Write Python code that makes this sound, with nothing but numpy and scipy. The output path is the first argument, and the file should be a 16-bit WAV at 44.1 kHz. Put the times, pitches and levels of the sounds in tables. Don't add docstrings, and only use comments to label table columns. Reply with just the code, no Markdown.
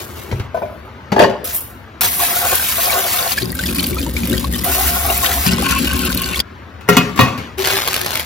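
import sys
import numpy as np
from scipy import signal
from scipy.fft import rfft, irfft, next_fast_len
from scipy.io import wavfile
from scipy.ndimage import uniform_filter1d

SR = 44100
rng = np.random.default_rng(int(sys.argv[2]) if len(sys.argv) > 2 else 0)


def transcribe(signal):
    frames = np.atleast_2d(signal).T
    limited = np.clip(frames, -1, 1)
    pcm = np.round(limited * 32767).astype(np.int16)
    wavfile.write(sys.argv[1], SR, pcm)


N = 363825
T = np.arange(N) / SR
SIZE = next_fast_len(N + SR // 2)
LOG_HZ = np.log(np.arange(SIZE // 2 + 1) * SR / SIZE + 1)

# start in seconds, level in dB.
ROOM_LEVELS = [(0, -30.5), (.47, -32.5), (1.44, -33.5), (6.41, -33), (7.576, -33.5)]
# frequency in Hz, relative density in dB per Hz.
ROOM_SPECTRUM = [(30, -42), (52, -16), (75, -0.5), (120, -9), (160, -16.5), (215, -12), (350, -15.5),
                 (700, -22), (1300, -19), (2200, -26), (4000, -35.5), (7000, -47.5), (10000, -53),
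                 (16000, -58)]
# time in seconds, level in dB, treble over level in dB.
SASH_LEVEL = [(0.0, -26, -20), (0.07, -41, -7), (0.15, -41, -8), (0.18, -35.5, -9), (0.31, -45.5, -9),
              (0.4, -45, -24), (0.47, -57, -22)]
# resonance in Hz, width in Hz, gain in dB.
TRACK_MODES = [(346, 79, 7), (1040, 130, -19)]
# time in seconds, level in dB.
TRACK_LEVEL = [(0, -30), (.12, -41), (.28, -32), (.4, -36), (.47, -60)]
# frequency in Hz, relative level in dB.
SPRAY_SPECTRUM = [(300, -11), (600, -9), (1200, -2.5), (2500, -1), (4000, -2), (6000, -4.5), (8000, -2.5),
                  (11000, -9), (16000, -11)]
# frequency in Hz, relative level in dB.
FINE_SPECTRUM = [(5000, -17.5), (7000, -15), (9000, 4), (12000, -4.5), (13500, 2), (15000, -3),
                 (16000, -13)]

# frequency in Hz, relative level in dB, free decay by 60 dB in seconds.
FRAME_BLOWS = [(.314, -19.5, -37, -1, 480, 25), (.325, -6, -41, -33, 104, 1),
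               (.345, -17, -33, -36, 111, -26), (.369, -35, -27, -15, 109, -7),
               (.398, -14, -30, -9, 110, -14)]
FRAME_MODES = [(87, -3.5, 0.058), (128.5, -11, 0.42), (300, -35, 0.065), (480, -6, 0.04), (940, -14, 0.027),
               (1310, -17, 0.044), (2260, -19, 0.02)]
LIFT_BLOWS = [(.545, -5.5, -35, -29, 673, 0), (.547, -28, -35, -30, 1510, 2),
              (.551, -15, -40, -31, 1012, 0), (.575, -14, -38, -31, 1012, 3),
              (.571, -8, -31, -35, 660, 1.5), (.62, -8, -37, -34, 720, 0),
              (.629, -10.5, -40, -36, 603, -14), (.629, -24.5, -40, -27, 2401, 12),
              (.655, -17.5, -40, -23, 603, -4), (.682, -41, -38, -25, 1330, -2)]
LID_ON_RIM_MODES = [(393, -2.5, .07), (495, -3.5, 0.11), (603, -2, 0.13), (663, 1.5, 0.085),
                    (720, 5, 0.017), (1012, -8, 0.13), (1330, -16, 0.11), (1510, -8, 0.058),
                    (1740, -17, .05), (2401, -17, 0.12)]
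LID_BLOWS = [(1.119, 0, -34, -20, 191, -0.5), (1.12, -1, -30, -26, 433, -8), (1.124, -5, -32, -23, 870, -1),
             (1.163, 1.5, -36, -22.5, 855, 0), (1.181, 1, -40, -40, 851, 0.5),
             (1.193, -3, -32, -5.5, 1704, 1), (1.199, 11, -45, -32, 597, -0.5),
             (1.208, 2, -40, -30, 680, 4), (1.219, 6.5, -49, -19, 530, 0), (1.229, 0, -40, -27, 490, 1),
             (1.235, -6, -32, -20, 1704, 12), (1.243, 0, -43, -38, 391, 5.5),
             (1.262, -16, -28, -19, 391, -14), (1.279, -23, -30, -20, 2840, 7),
             (1.297, -11, -40, -15, 191, -4)]
LID_MODES = [(191, -9, 0.13), (296, 1.5, 0.057), (391, 2, 0.12), (433, 0, 0.09), (519, 1.5, 0.059),
             (592, -1, 0.083), (688, -2, 0.087), (855, -0.5, 0.053), (912, -6.5, 0.1), (1050, -2.5, 0.069),
             (1250, -10, 0.053), (1450, -14, .06), (1704, -3.5, 0.048), (1880, -8, 0.061), (1945, -9, .05),
             (2150, -20, 0.059), (2340, -23, 0.064), (2840, -17.5, 0.15), (3300, -24, 0.086),
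             (4660, -13, 0.04)]
POT_BLOWS = [(6.809, -34, -11, -3, 2500, 13), (6.879, -21, -18, -11, 1890, 1),
             (6.888, 2, -14.5, -22, 415, 1), (6.89, -2.5, -30, -25, 178, -6),
             (6.925, -14, -30, -30, 2870, 6), (6.888, -2.5, -26, -32, 2010, -2),
             (6.888, -6.5, -5, -31, 1384, 0), (6.928, -10.5, -14, -11, 1890, 1),
             (6.968, 2.5, -9, -27.5, 258, 1.5), (6.968, 3.5, -30, -33, 176, 3),
             (6.97, -11, -30, -30, 2870, 7), (6.968, -11, -23, -32, 1082, -9),
             (6.968, -19, -25, -30, 4235, 2), (6.98, -7, -25, -33, 2530, 1),
             (7.094, -14, -30, -35, 258, -2), (7.16, -22.5, -6, -2, 1100, -3),
             (7.175, -14.5, -13, -6, 1110, 4), (7.191, 6, -23, -28, 258, 2), (7.191, -1, -23, -29, 964, -2),
             (7.191, -15, -22, -27, 3960, -6), (7.208, 0.5, -15.5, -35, 1140, 1),
             (7.205, -13, -25, -30, 2509, 5), (7.208, -13, -25, -30, 3430, 6),
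             (7.21, -14, -25, -30, 4225, 8), (7.215, -6, -26, -43, 118, -8), (7.2, -4, -32, -37, 550, 0),
             (7.2, -8, -30, -35, 3900, 8), (7.215, -6, -30, -38, 2600, 9), (7.232, -8, -15, -43, 2509, 9),
             (7.235, -7, -30, -44, 1082, 5), (7.276, -25, -30, -42, 258, -3),
             (7.281, -10, -28, -46, 1179, 4), (7.377, -34.5, 2, 8.5, 154, 10),
             (7.378, -18, -27, -30, 118, -6)]
POT_MODES = [(118, -14.5, 0.4), (176.5, -3.5, 0.37), (258, 0.5, 0.078), (415, -4, 0.3), (535, -6, 0.16),
             (720, -7, 0.19), (964, 3, 0.036), (1082, 1.5, 0.059), (1179, 1, 0.066), (1270, -11, 0.11),
             (1384, -2.5, 0.12), (1890, -9.5, 0.22), (2150, 1, 0.031), (2509, -10, 0.2), (2610, -12, 0.21),
             (2870, -4, 0.092), (3430, -13, 0.13), (3900, -22, 0.11), (4225, -21, 0.16), (4340, -15, 0.1),
             (4830, -23.5, 0.16), (5750, -35, 0.1), (6250, -35, .1)]
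SINK_BLOWS = [(3.422, -7, -32, -25, 377, 0), (5.464, -3, -40, -31, 183, 0), (5.491, -6, -35, -30, 180, 0),
              (5.525, -5, -34, -24.5, 180, 0)]
# time in seconds,
# 60 dB time in seconds of the added decay, frequency in Hz below which it acts.
POT_GRIPS = [(6.928, .045, 300), (6.968, 0.089, 500), (6.995, .14, 300), (7.21, 0.059, 500),
             (7.235, 0.058, 700), (7.3, .06, 1500), (7.35, .03, 500)]
# frequency in Hz, relative level in dB.
RATTLE_SPECTRUM = [(60, -12), (150, 7.5), (500, -3.5), (1000, -6.5), (2000, -6), (4000, -13), (8000, -23),
                   (16000, -36.5)]

# time in seconds, level in dB.
RIM_LEVEL = [(0.545, -49), (0.849, -64), (0.855, -55), (0.937, -82), (1.11, -83)]
# time in seconds, level in dB, treble over level in dB.
RICE_LEVEL = [(1.443, -32.5, 8.5), (1.515, -30, -3), (1.555, -39.5, 22), (1.76, -61.5, 7), (2.0, -79, -10)]

# start in seconds, end in seconds,
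# aerator hiss at the start in dB, hiss at the end in dB.
TAP_RUNS = [(2.009, 3.34, -22.5, -29), (4.639, 5.47, -24, -28.5)]
# time in seconds, level in dB.
STREAM_LEVELS = [
    [(2.009, -18), (2.011, -17), (2.187, -28), (2.205, -21.5), (2.877, -24), (2.897, -25), (3.011, -23.5),
     (3.305, -22), (3.323, -18.5), (3.344, -24)],
    [(4.643, -23), (5.095, -23.5), (5.099, -25), (5.127, -23.5), (5.187, -20.5), (5.209, -25.5),
     (5.261, -21.5), (5.281, -24.5), (5.457, -22.5), (5.47, -24)],
]
# time in seconds, level in dB.
STIR_LEVELS = [
    [(2.009, -29), (2.049, -33), (2.137, -41), (2.223, -24), (2.271, -35), (2.289, -29.5), (2.371, -26.5),
     (2.405, -33), (2.457, -22.5), (2.497, -34), (2.531, -18), (2.575, -48), (2.619, -32), (2.679, -62),
     (2.767, -36), (2.785, -21.5), (2.819, -33), (2.845, -25.5), (2.863, -26.5), (2.997, -18.5),
     (3.027, -28), (3.057, -23.5), (3.113, -39), (3.137, -25), (3.205, -25), (3.227, -33), (3.267, -26),
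     (3.293, -41), (3.315, -30), (3.34, -35)],
    [(4.645, -24), (4.659, -26.5), (4.709, -23), (4.735, -40), (4.755, -23), (4.819, -24.5), (4.897, -31.5),
     (5.047, -24.5), (5.063, -24), (5.119, -22), (5.149, -35), (5.195, -28), (5.279, -25.5), (5.303, -24),
     (5.345, -32), (5.379, -28), (5.437, -38), (5.462, -24)],
]
# centre in seconds, spray gain in dB, 1/e half-length in seconds.
SLAPS = [(2.544, 5.5, 0.025), (2.918, 5, 0.016), (3.138, 0, 0.017), (3.19, 2.5, 0.023), (3.314, 0, 0.02),
         (4.89, 2.5, 0.014), (5.263, 4, 0.045)]
# resonance in Hz, width in Hz, gain in dB.
POT_FULL_MODES = [(379.5, 6, 0.5), (522, 33, -6), (691, 34, 0.5), (783, 45, -2), (1083, 73, -6),
                  (1500, 140, -10.5), (2333, 15, -8), (3200, 67, -21)]
# resonance in Hz, width in Hz, gain in dB.
POT_TIPPED_MODES = [(1080, 24, 4), (1400, 100, -5.5), (1540, 45, 2), (2400, 290, -4), (2850, 370, -4)]
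# time in seconds, splash level in dB.
TIP_LEVELS = [
    [(3.34, -32), (3.4, -27), (3.53, -41.5), (3.62, -27.5), (3.8, -27), (4.02, -32.5), (4.13, -37),
     (4.18, -31), (4.4, -31), (4.49, -37), (4.55, -30), (4.64, -32)],
    [(5.462, -21), (5.58, -27.5), (5.73, -20.5), (5.84, -26.5), (6.0, -25.5), (6.15, -27.5), (6.3, -27.5),
     (6.408, -28.5)],
]
# frequency in Hz, relative level in dB.
SPLASH_SPECTRUM = [(300, -9), (600, -6.5), (1200, -5), (2500, -1.5), (4500, 0), (6000, -7), (8000, -2),
                   (11000, -12.5), (16000, -33)]
# time in seconds, amplitude in dB, pitch in Hz.
POT_PLOPS = [(2.015, -21.5, 1270), (2.086, -12, 2170), (2.198, -13, 1080), (2.235, -14, 1650),
             (2.3673, -11, 1400), (2.53, -14.5, 1140), (2.596, -15, 1540), (2.6654, -12, 3540),
             (2.7137, -8, 4900), (2.723, -11, 3000), (2.7694, -13, 3600), (2.7933, -13, 1080),
             (2.858, -6, 4850), (2.8983, -6.5, 2240), (2.92, -10, 4000), (2.93, -8, 3900),
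             (2.931, -9, 2700), (3.0415, -11, 3400), (3.1396, -13, 1240), (3.1894, -6, 3620),
             (3.2266, -4, 4400), (3.2766, -9, 4060), (3.31, -12, 2900), (3.3204, -2, 4600),
             (4.6813, -17, 1400), (4.717, -15, 1410), (4.8704, -14, 2970), (5.23, -15, 1020),
             (5.247, -12, 1450), (5.258, -11, 3600), (5.3145, -14, 1350), (5.318, -13, 1900),
             (5.3754, -20, 1040), (5.465, -4, 4850), (5.5337, -4, 5300)]
# time in seconds, amplitude in dB, pitch in Hz.
SINK_PLOPS = [(3.377, -7, 1650), (3.385, -11, 2300), (3.385, -7, 4760), (3.42, -7, 3900), (3.43, -8, 4340),
              (3.456, -10, 4770), (3.503, -12.5, 4500), (3.527, -19, 1860), (3.553, -22, 1540),
              (3.591, -8.5, 1480), (3.595, -15, 3560), (3.637, -9.5, 1840), (3.66, -12, 3360),
              (3.663, -7.5, 5000), (3.688, -11, 2480), (3.758, -12, 4440), (3.784, -12.5, 4700),
              (3.786, -9, 2440), (3.795, -2, 4200), (3.798, -9, 3000), (3.842, -5.5, 4400),
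              (3.865, -14, 2900), (3.93, -15, 2230), (3.967, -15, 1250), (3.985, -15, 2400),
              (3.985, -14, 4300), (4.014, -13, 4800), (4.03, -17, 3000), (4.064, -15, 883),
              (4.166, -7, 2270), (4.191, -22, 2000), (4.233, -13, 2380), (4.25, -18, 3300),
              (4.271, -23, 2770), (4.299, -14, 3400), (4.319, -14, 2760), (4.327, -18, 1540),
              (4.329, -11, 3700), (4.339, -14.5, 1840), (4.379, -10, 3140), (4.38, -8, 4500),
              (4.413, -24, 2150), (4.443, -10.5, 1060), (4.447, -11, 4040), (4.535, -15, 3200),
              (4.537, -14.5, 1815), (4.545, -11.5, 3460), (4.555, -18, 2970), (4.589, -10, 5200),
              (4.636, -16, 2000), (5.1, -6.5, 2720), (5.262, -2, 3060), (5.245, -6.5, 1810),
              (5.491, -6.5, 2730), (5.545, -16, 2850), (5.583, -9, 1040), (5.624, -8.5, 760),
              (5.625, -13, 1150), (5.659, -11, 2400), (5.663, -9, 1460), (5.667, -11, 1050),
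              (5.689, -7, 2500), (5.705, -11, 2850), (5.713, -15, 1540), (5.724, -8, 1360),
              (5.76, -10.5, 1040), (5.777, -14, 2580), (5.853, -14, 2850), (5.873, -7, 2820),
              (5.912, -10, 2780), (5.912, -14.5, 1070), (5.927, -15, 1530), (5.944, -12, 2610),
              (5.968, -13, 1036), (5.994, -14, 2750), (6.05, -13, 2660), (6.069, -12, 2850),
              (6.075, -16, 1040), (6.078, -18, 1510), (6.101, -11, 1500), (6.116, -16, 1050),
              (6.175, -5, 4150), (6.187, -30, 1070), (6.219, -15, 2720), (6.235, -11, 2730),
              (6.243, -5, 4440), (6.301, -30, 1040), (6.333, -9, 2570), (6.343, -10, 2150),
              (6.359, -5.5, 3280), (6.371, -18, 1060), (6.393, 0, 4700), (6.401, -1.5, 3250),
              (6.402, 4, 4620)]
# time in seconds, level in dB before the treble colour.
SPITS = [(2.5542, -1), (2.7283, -22), (2.7697, -8), (3.1608, -8), (3.1947, -9), (3.3718, -19),
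         (3.4551, -21), (3.519, -13), (3.5516, -12.5), (3.7834, -13), (3.833, -10), (3.867, -8),
         (3.9011, -17), (3.945, -13), (3.9999, -15), (4.1376, -19), (4.2733, -12), (4.2977, -12),
         (4.378, -14), (4.396, -15), (4.4409, -19), (4.5257, -14), (4.6429, -26), (4.8799, -6),
         (5.0276, -14), (5.064, -6), (5.1054, -8), (5.1767, -5), (5.6222, -17), (5.722, -15), (5.7868, -9),
         (5.8462, -18), (5.8781, -14), (5.9629, -14), (6.053, -9), (6.1483, -10), (6.1735, -9), (6.218, -8),
         (6.3565, -16), (6.4019, -11)]
# time in seconds, drumming in dB, boom in dB.
FLOW_LEVEL = [(2.009, -40, -44), (3.25, -42.5, -41.5), (3.42, -24.5, -29), (3.6, -25.5, -26),
              (4.4, -18.5, -20), (4.5, -24, -21), (4.58, -20, -26), (4.7, -31.5, -24.5), (5.45, -30, -22.5),
              (5.49, -24, -21), (5.6, -20.5, -23), (6.0, -21.5, -21), (6.408, -24.5, -30)]
# resonance in Hz, width in Hz, gain in dB.
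SINK_MODES = [(118, 6.9, 0.5), (181.4, 12.5, 1), (237.5, 12, 1.5), (273.4, 11, 1.5), (324, 44, -8),
              (371.3, 7.2, -1.5), (408, 11, -14), (530, 77, -12.5)]
# resonance in Hz, width in Hz, gain in dB.
SINK_BOOM_MODE = [(67.8, 10.7, 0)]

# time in seconds, level in dB.
PACKET_LEVEL = [(7.575, -28.5), (7.65, -17), (7.79, -18), (7.86, -24), (7.95, -22.5), (8.1, -25),
                (8.16, -21), (8.25, -31)]
# time in seconds, level in dB.
CREASES = [(7.5838, -10), (7.6123, -7), (7.6448, -9), (7.6565, -4), (7.673, 8.5), (7.6864, -24),
           (7.7052, 2), (7.713, -1), (7.7254, 0), (7.7502, -9), (7.7774, 1), (7.8384, -4), (7.8757, 6),
           (7.884, 5), (7.9121, -5), (7.9312, 2.5), (7.9424, 6.5), (7.964, 5.5), (7.9939, -6),
           (8.0143, 2.5), (8.0627, 4), (8.107, 0.5), (8.1444, -12), (8.1552, 4), (8.1744, 1), (8.1963, 2),
           (8.204, -3)]
# frequency in Hz, relative level in dB.
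FILM_SPECTRUM = [(300, -6.5), (700, -2.5), (1200, -2), (2200, -1.5), (4200, -3.5), (7000, -10.5),
                 (11000, -21), (16000, -41)]
# centre in seconds, 1/e length in seconds, pitch in Hz, level in dB.
HUM_SWELLS = [(7.605, 0.049, 382.5, -15), (7.673, 0.061, 385, -26), (7.747, 0.09, 391, -22),
              (7.916, 0.072, 379, -30), (8.035, 0.1, 366.5, -27.5)]
# frequency in Hz, likeness from 0 to 1, level in dB,
# phase in radians.
STEREO = [(60, .99, -1.5, 0), (150, .95, -2.5, 0), (380, .7, -5, -.3), (700, .55, -1.5, -.5),
          (2400, .45, -3.5, -.8), (5000, .45, -4, -.7), (6500, .55, -2, 1.2), (7900, .88, -1.5, 2.8),
          (8300, .99, 0, 3.08), (8900, .995, 0, 3.2), (10700, .85, 0, 4.5), (13400, .99, 0, 6.28),
          (16000, .99, 0, 6.28)]

TICK_DB, TICK_S = -4, 0.00074
KITCHEN_T60_S, KITCHEN_DB = 0.6, -16
OPENING_DB, OPENING_S = 7.5, 0.013
FLICKER_DB, FLICKER_HZ = 1.5, 21.64
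BUBBLE_GLIDE = 0.016
BUBBLE_CYCLES, SMALL_HZ = 10.8, 3000
POP_DB, POP_S = -3, 0.0035
WALL_HZ, WALL_WAVER, WALL_DB = 712, 0.0296, -2
STRAY_PLOP_DB, STRAY_SPIT_DB, STRAY_CREASE_DB = -4, 15, -3
PACKET_TREBLE_DB, CREASE_TREBLE_DB = -9.5, -2.5
TOP_HZ = 15900


def undb(db):
    return 10 ** (np.asarray(db) / 20)


def unit(x, lo_hz, hi_hz):
    sos = signal.butter(4, [lo_hz, hi_hz], "bandpass", fs=SR, output="sos")
    band = signal.sosfilt(sos, x)
    return x / np.sqrt(np.mean(band ** 2))


def along(table, axis=1):
    rows = np.array(table)
    return np.interp(LOG_HZ, np.log(rows[:, 0]), rows[:, axis])


def colour(x, table):
    return irfft(rfft(x, SIZE) * undb(along(table)), SIZE)[:N]


def ring(x, peaks):
    out = 0
    for k, (hz, width, db) in enumerate(peaks):
        b, a = signal.iirpeak(hz, hz / width, SR)
        out = out + (-1) ** k * undb(db) * signal.lfilter(b, a, x)
    return out


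def played(tables, column=1, over=None):
    gain = np.zeros(N)
    for rows in map(np.array, tables):
        db = rows[:, column] + (rows[:, over] if over else 0)
        inside = (T >= rows[0, 0]) * (T <= rows[-1, 0])
        gain += undb(np.interp(T, rows[:, 0], db)) * inside
    return gain


def grains(rate, spread_db, smear_s):
    strengths = undb(spread_db * np.minimum(rng.exponential(size=N), 4))
    starts = (rng.random(N) < rate / SR) * strengths
    envelope = signal.lfilter([1], [1, -np.exp(-1 / (smear_s * SR))], starts)
    return envelope * rng.standard_normal(N)


def add(out, s, sound):
    i = int(s * SR)
    out[i:i + len(sound)] += sound[:N - i]


def wander(steps_hz):
    k = int(SR / steps_hz)
    return uniform_filter1d(np.repeat(rng.standard_normal(N // k + 1), k), k)[:N]


def flicker():
    return undb(FLICKER_DB * wander(FLICKER_HZ))


def strays(gain, top_db, depth_db, count):
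    s, size, pick = rng.random((count, 3)).T
    here = gain[(s * N).astype(int)]
    db = 20 * np.log10(here + 1e-9) + top_db - depth_db * size
    return np.transpose([s * N / SR, db, pick])[here > 0]


def room_tone():
    s, db = np.transpose(ROOM_LEVELS)
    level = undb(db[np.searchsorted(s, T, side="right") - 1])
    return level * unit(colour(rng.standard_normal(N), ROOM_SPECTRUM), 38.6, 8000)


def rustle(gain, treble_gain, body, lo_hz, hi_hz, rate, spread_db, smear_s):
    burst = grains(rate, spread_db, smear_s)
    treble = unit(colour(burst, FINE_SPECTRUM), 9100, 16000)
    return gain * unit(colour(burst, body), lo_hz, hi_hz) + treble_gain * treble


def sash():
    treble = played([SASH_LEVEL], column=2, over=1)
    grinding = rustle(played([SASH_LEVEL]), treble, SPRAY_SPECTRUM, 700, 9000, 5500, 0.9, 0.0011)
    hollow = unit(ring(grains(2500, 1.1, 0.0036), TRACK_MODES), 250, 1100)
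    return grinding + played([TRACK_LEVEL]) * hollow


def blows(events, modes, crack_s, rattle_s, favour_db=12, octaves=.3, detune=0, grips=()):
    tones, rattle, t = np.zeros(N), np.zeros(N), T[:SR // 2]
    hz, db, t60 = np.transpose(modes)[:, :, None]
    signs = (-1.) ** np.arange(len(hz))[:, None]
    for s, peak_db, crack_db, rattle_db, favoured_hz, hard_db in events:
        favour = favour_db * np.exp(-(np.log2(hz / favoured_hz) / octaves) ** 2)
        mix_db = db + favour + hard_db * np.log2(hz / 500)
        mix = signs * undb(mix_db + 1.5 * rng.standard_normal((len(hz), 1)))
        fading = t / t60
        for at, choke_s, below_hz in grips:
            if at > s + .002:
                fading = fading + (hz < below_hz) * np.maximum(s + t - at, 0) / choke_s
        pitch = hz * (1 + detune * rng.standard_normal((len(hz), 1)))
        ringing = np.sum(mix * np.sin(2 * np.pi * pitch * t) * 1000. 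** -fading, axis=0)
        noise = signal.lfilter([1, -1], [1, -1.1, .4], rng.standard_normal(len(t)))
        crack = undb(crack_db) * noise * np.exp(-t / crack_s)
        tick = np.diff(rng.standard_normal(len(t) + 1)) * np.exp(-t / TICK_S)
        crack += undb(crack_db + TICK_DB) * tick
        add(tones, s, undb(peak_db) * (ringing / np.abs(ringing).max() + crack))
        add(rattle, s, undb(peak_db + rattle_db) * np.exp(-t / rattle_s))
    return tones + rattle * unit(colour(rng.standard_normal(N), RATTLE_SPECTRUM), 100, 4000)


def window_frame():
    return blows(FRAME_BLOWS, FRAME_MODES, 0.0053, 0.016)


def lid_knocks():
    lifted = blows(LIFT_BLOWS, LID_ON_RIM_MODES, .0015, 0.023, octaves=0.056)
    return lifted + blows(LID_BLOWS, LID_MODES, 0.0014, 0.02, detune=0.014)


def rim_hiss():
    return rustle(0, played([RIM_LEVEL]), SPRAY_SPECTRUM, 700, 9000, 4000, 1.2, .003)


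def rice():
    treble = played([RICE_LEVEL], column=2, over=1)
    return rustle(played([RICE_LEVEL]), treble, SPRAY_SPECTRUM, 2900, 7500, 5400, 1.3, 0.0027)


def bubble(hz, cycles):
    turns = hz * T[:int(4 * cycles / hz * SR)]
    tone = np.sin(2 * np.pi * turns * (1 + BUBBLE_GLIDE * turns / cycles))
    return tone * np.exp(-turns / cycles) * (1 - np.exp(-turns))


def water(spray_gain, fine_gain, wall_gain, pot, rate, spread_db, smear_s, band_hz, small_db,
          wall_rate, wall_spread_db, body):
    burst = grains(rate, spread_db, smear_s)
    small = np.zeros(N)
    for s, pitch, size in rng.random((3200, 3)):
        add(small, s * N / SR, bubble(900 * 6 ** pitch, 5.1) * undb(-26 * size))
    drops = unit(colour(burst, body), 1200, 6000)
    spray = unit(drops + undb(small_db) * unit(small, 1200, 6000), 1200, 6000)
    fine = unit(colour(burst, FINE_SPECTRUM), 11000, 15500)
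    wall = unit(ring(grains(wall_rate, wall_spread_db, 0.0081), pot), *band_hz)
    return flicker() * (spray_gain * spray + fine_gain * fine) + flicker() * wall_gain * wall


def tap():
    spurt = undb(sum(OPENING_DB * np.exp(-np.abs(T - row[0]) / OPENING_S) for row in TAP_RUNS))
    slaps = undb(sum(db * np.exp(-((T - s) / length) ** 2) for s, db, length in SLAPS))
    hiss = played([[(a, first_db), (b, last_db)] for a, b, first_db, last_db in TAP_RUNS])
    return water(slaps * played(STREAM_LEVELS), spurt * hiss, undb(-0.5) * played(STIR_LEVELS),
                 POT_FULL_MODES, 4900, 0.82, 0.0042, (600, 800), -11,
                 wall_rate=1200, wall_spread_db=-6.0, body=SPRAY_SPECTRUM)


def wall_note():
    phase = 2 * np.pi * np.cumsum(WALL_HZ * (1 + WALL_WAVER * wander(60))) / SR
    return np.sqrt(2) * undb(WALL_DB) * played(STIR_LEVELS) * np.sin(phase)


def sink_floor():
    drumming = grains(400, 1.3, .008)
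    floor = unit(ring(ring(drumming, SINK_MODES), [(220, 500, 0)]), 100, 450)
    boom = unit(ring(ring(drumming, SINK_BOOM_MODE), [(64, 60, 0)]), 45, 90)
    return flicker() * played([FLOW_LEVEL]) * floor + played([FLOW_LEVEL], column=2) * boom


def plops():
    out, pops, t = np.zeros(N), np.zeros(N), T[:SR // 40]
    picks = strays(played(TIP_LEVELS), STRAY_PLOP_DB, 14.0, count=1100)
    chance = [(s, db, 1300 * 4.2 ** pick) for s, db, pick in picks]
    fall = np.exp(-t / POP_S) + 0.16 * np.exp(-t / 0.0024)
    for s, db, hz in SINK_PLOPS + POT_PLOPS + chance:
        add(out, s, undb(db) * bubble(hz, BUBBLE_CYCLES * min(hz / 1700, 1, SMALL_HZ / hz)))
        add(pops, s, undb(db + POP_DB) * min(1, 2000 / hz) * rng.standard_normal(len(t)) * fall)
    return out + colour(pops, SPLASH_SPECTRUM)


def spits():
    out, t = np.zeros(N), T[:SR // 30]
    fall = np.exp(-t / 0.0026) + 0.28 * np.exp(-t / 0.0037)
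    for s, db, *_ in [*SPITS, *strays(played(TIP_LEVELS), STRAY_SPIT_DB, 10.0, count=160)]:
        add(out, s, undb(db) * rng.standard_normal(len(t)) * fall)
    return colour(out, FINE_SPECTRUM)


def tipping():
    def over(gains_db):
        return sum(undb(db) * played([rows]) for db, rows in zip(gains_db, TIP_LEVELS))
    fine, wall = over((-5, -11)), over((-25, -7.5))
    return water(played(TIP_LEVELS), fine, wall, POT_TIPPED_MODES, 1100, 1.3, 0.002, (900, 1200), -13.5,
                 wall_rate=350, wall_spread_db=2.5, body=SPLASH_SPECTRUM)


def sink_knocks():
    modes = [(hz, db, 2.0 / width) for hz, width, db in SINK_MODES]
    return blows(SINK_BLOWS, modes, .004, 0.083)


def pot_knocks():
    return blows(POT_BLOWS, POT_MODES, 0.012, 0.067, favour_db=18, octaves=0.15, grips=POT_GRIPS)


def packet():
    gain = played([PACKET_LEVEL])
    return rustle(gain, undb(PACKET_TREBLE_DB) * gain, FILM_SPECTRUM, 660, 7000, 1600, 1.3, 0.00087)


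def creases():
    snaps, t = np.zeros(N), T[:SR // 100]
    for s, db, *_ in [*CREASES, *strays(played([PACKET_LEVEL]), STRAY_CREASE_DB, 7.6, count=250)]:
        shiver = 0.095 * rng.standard_normal(len(t)) * np.exp(-t / 0.0029)
        add(snaps, s, undb(db) * ((t == 0) + shiver))

    def snapped(table):
        return colour(snaps, table) / np.max(colour(1. * (T == 0), table))
    return snapped(FILM_SPECTRUM) + undb(CREASE_TREBLE_DB) * snapped(FINE_SPECTRUM)


def hum():
    out = np.zeros(N)
    for s, length, hz, db in HUM_SWELLS:
        swell = np.exp(-(2 * (T - s) / length) ** 2)
        out += np.sqrt(2) * undb(db) * swell * np.sin(2 * np.pi * hz * T)
    return out * (T > ROOM_LEVELS[-1][0])


def reverberant(x):
    t = T[:SR // 2]
    tail = signal.lfilter([1], [1, -.7], rng.standard_normal(len(t)))
    tail = tail * 1000. ** (-t / KITCHEN_T60_S) * (t > .008)
    return x + undb(KITCHEN_DB) * signal.fftconvolve(x, tail / np.sqrt(np.sum(tail ** 2)))[:N]


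def decorrelated(x, hold_s, tail_s):
    hop, t = int(hold_s * SR), T[:int(5 * tail_s * SR)]
    out = np.zeros(N + 3 * SR)
    fade = np.sin(np.pi * np.arange(2 * hop) / (2 * hop))
    x = np.concatenate([np.zeros(hop), x, np.zeros(2 * hop)])
    for i in range(0, N + hop, hop):
        response = rng.standard_normal(len(t)) * np.exp(-t / tail_s)
        part = signal.fftconvolve(x[i:i + 2 * hop] * fade, response / np.sqrt(np.sum(response ** 2)))
        out[i:i + len(part)] += part
    return out[hop:hop + N]


def scene():
    knocks = reverberant(window_frame() + lid_knocks() + sink_knocks() + pot_knocks() + creases())
    wet = tap() + wall_note() + sink_floor() + plops() + spits() + tipping()
    rubbing = sash() + rim_hiss() + rice() + packet()
    return np.tile(knocks + wet + rubbing + hum() + room_tone(), (2, 1))


def record(dry):
    like = np.clip(along(STEREO, axis=1), 0, 1)
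    unlike = decorrelated(dry[1], hold_s=.04, tail_s=0.0047)
    blend = like * rfft(dry[1], SIZE) + np.sqrt(1 - like ** 2) * rfft(unlike, SIZE)
    turn = along(STEREO, axis=3)
    right = irfft(blend * undb(along(STEREO, axis=2)) * (np.cos(turn) + 1j * np.sin(turn)), SIZE)[:N]
    bass_cut = signal.butter(4, 44, "highpass", fs=SR, output="sos")
    loud = undb(-0.5) * signal.sosfilt(bass_cut, [dry[0], right])
    top_cut = signal.ellip(10, .2, 70, TOP_HZ, fs=SR, output="sos")
    return np.clip(signal.sosfilt(top_cut, np.clip(loud, -1, 1)), -1, 1)


dry = scene()
out = record(dry)
transcribe(out)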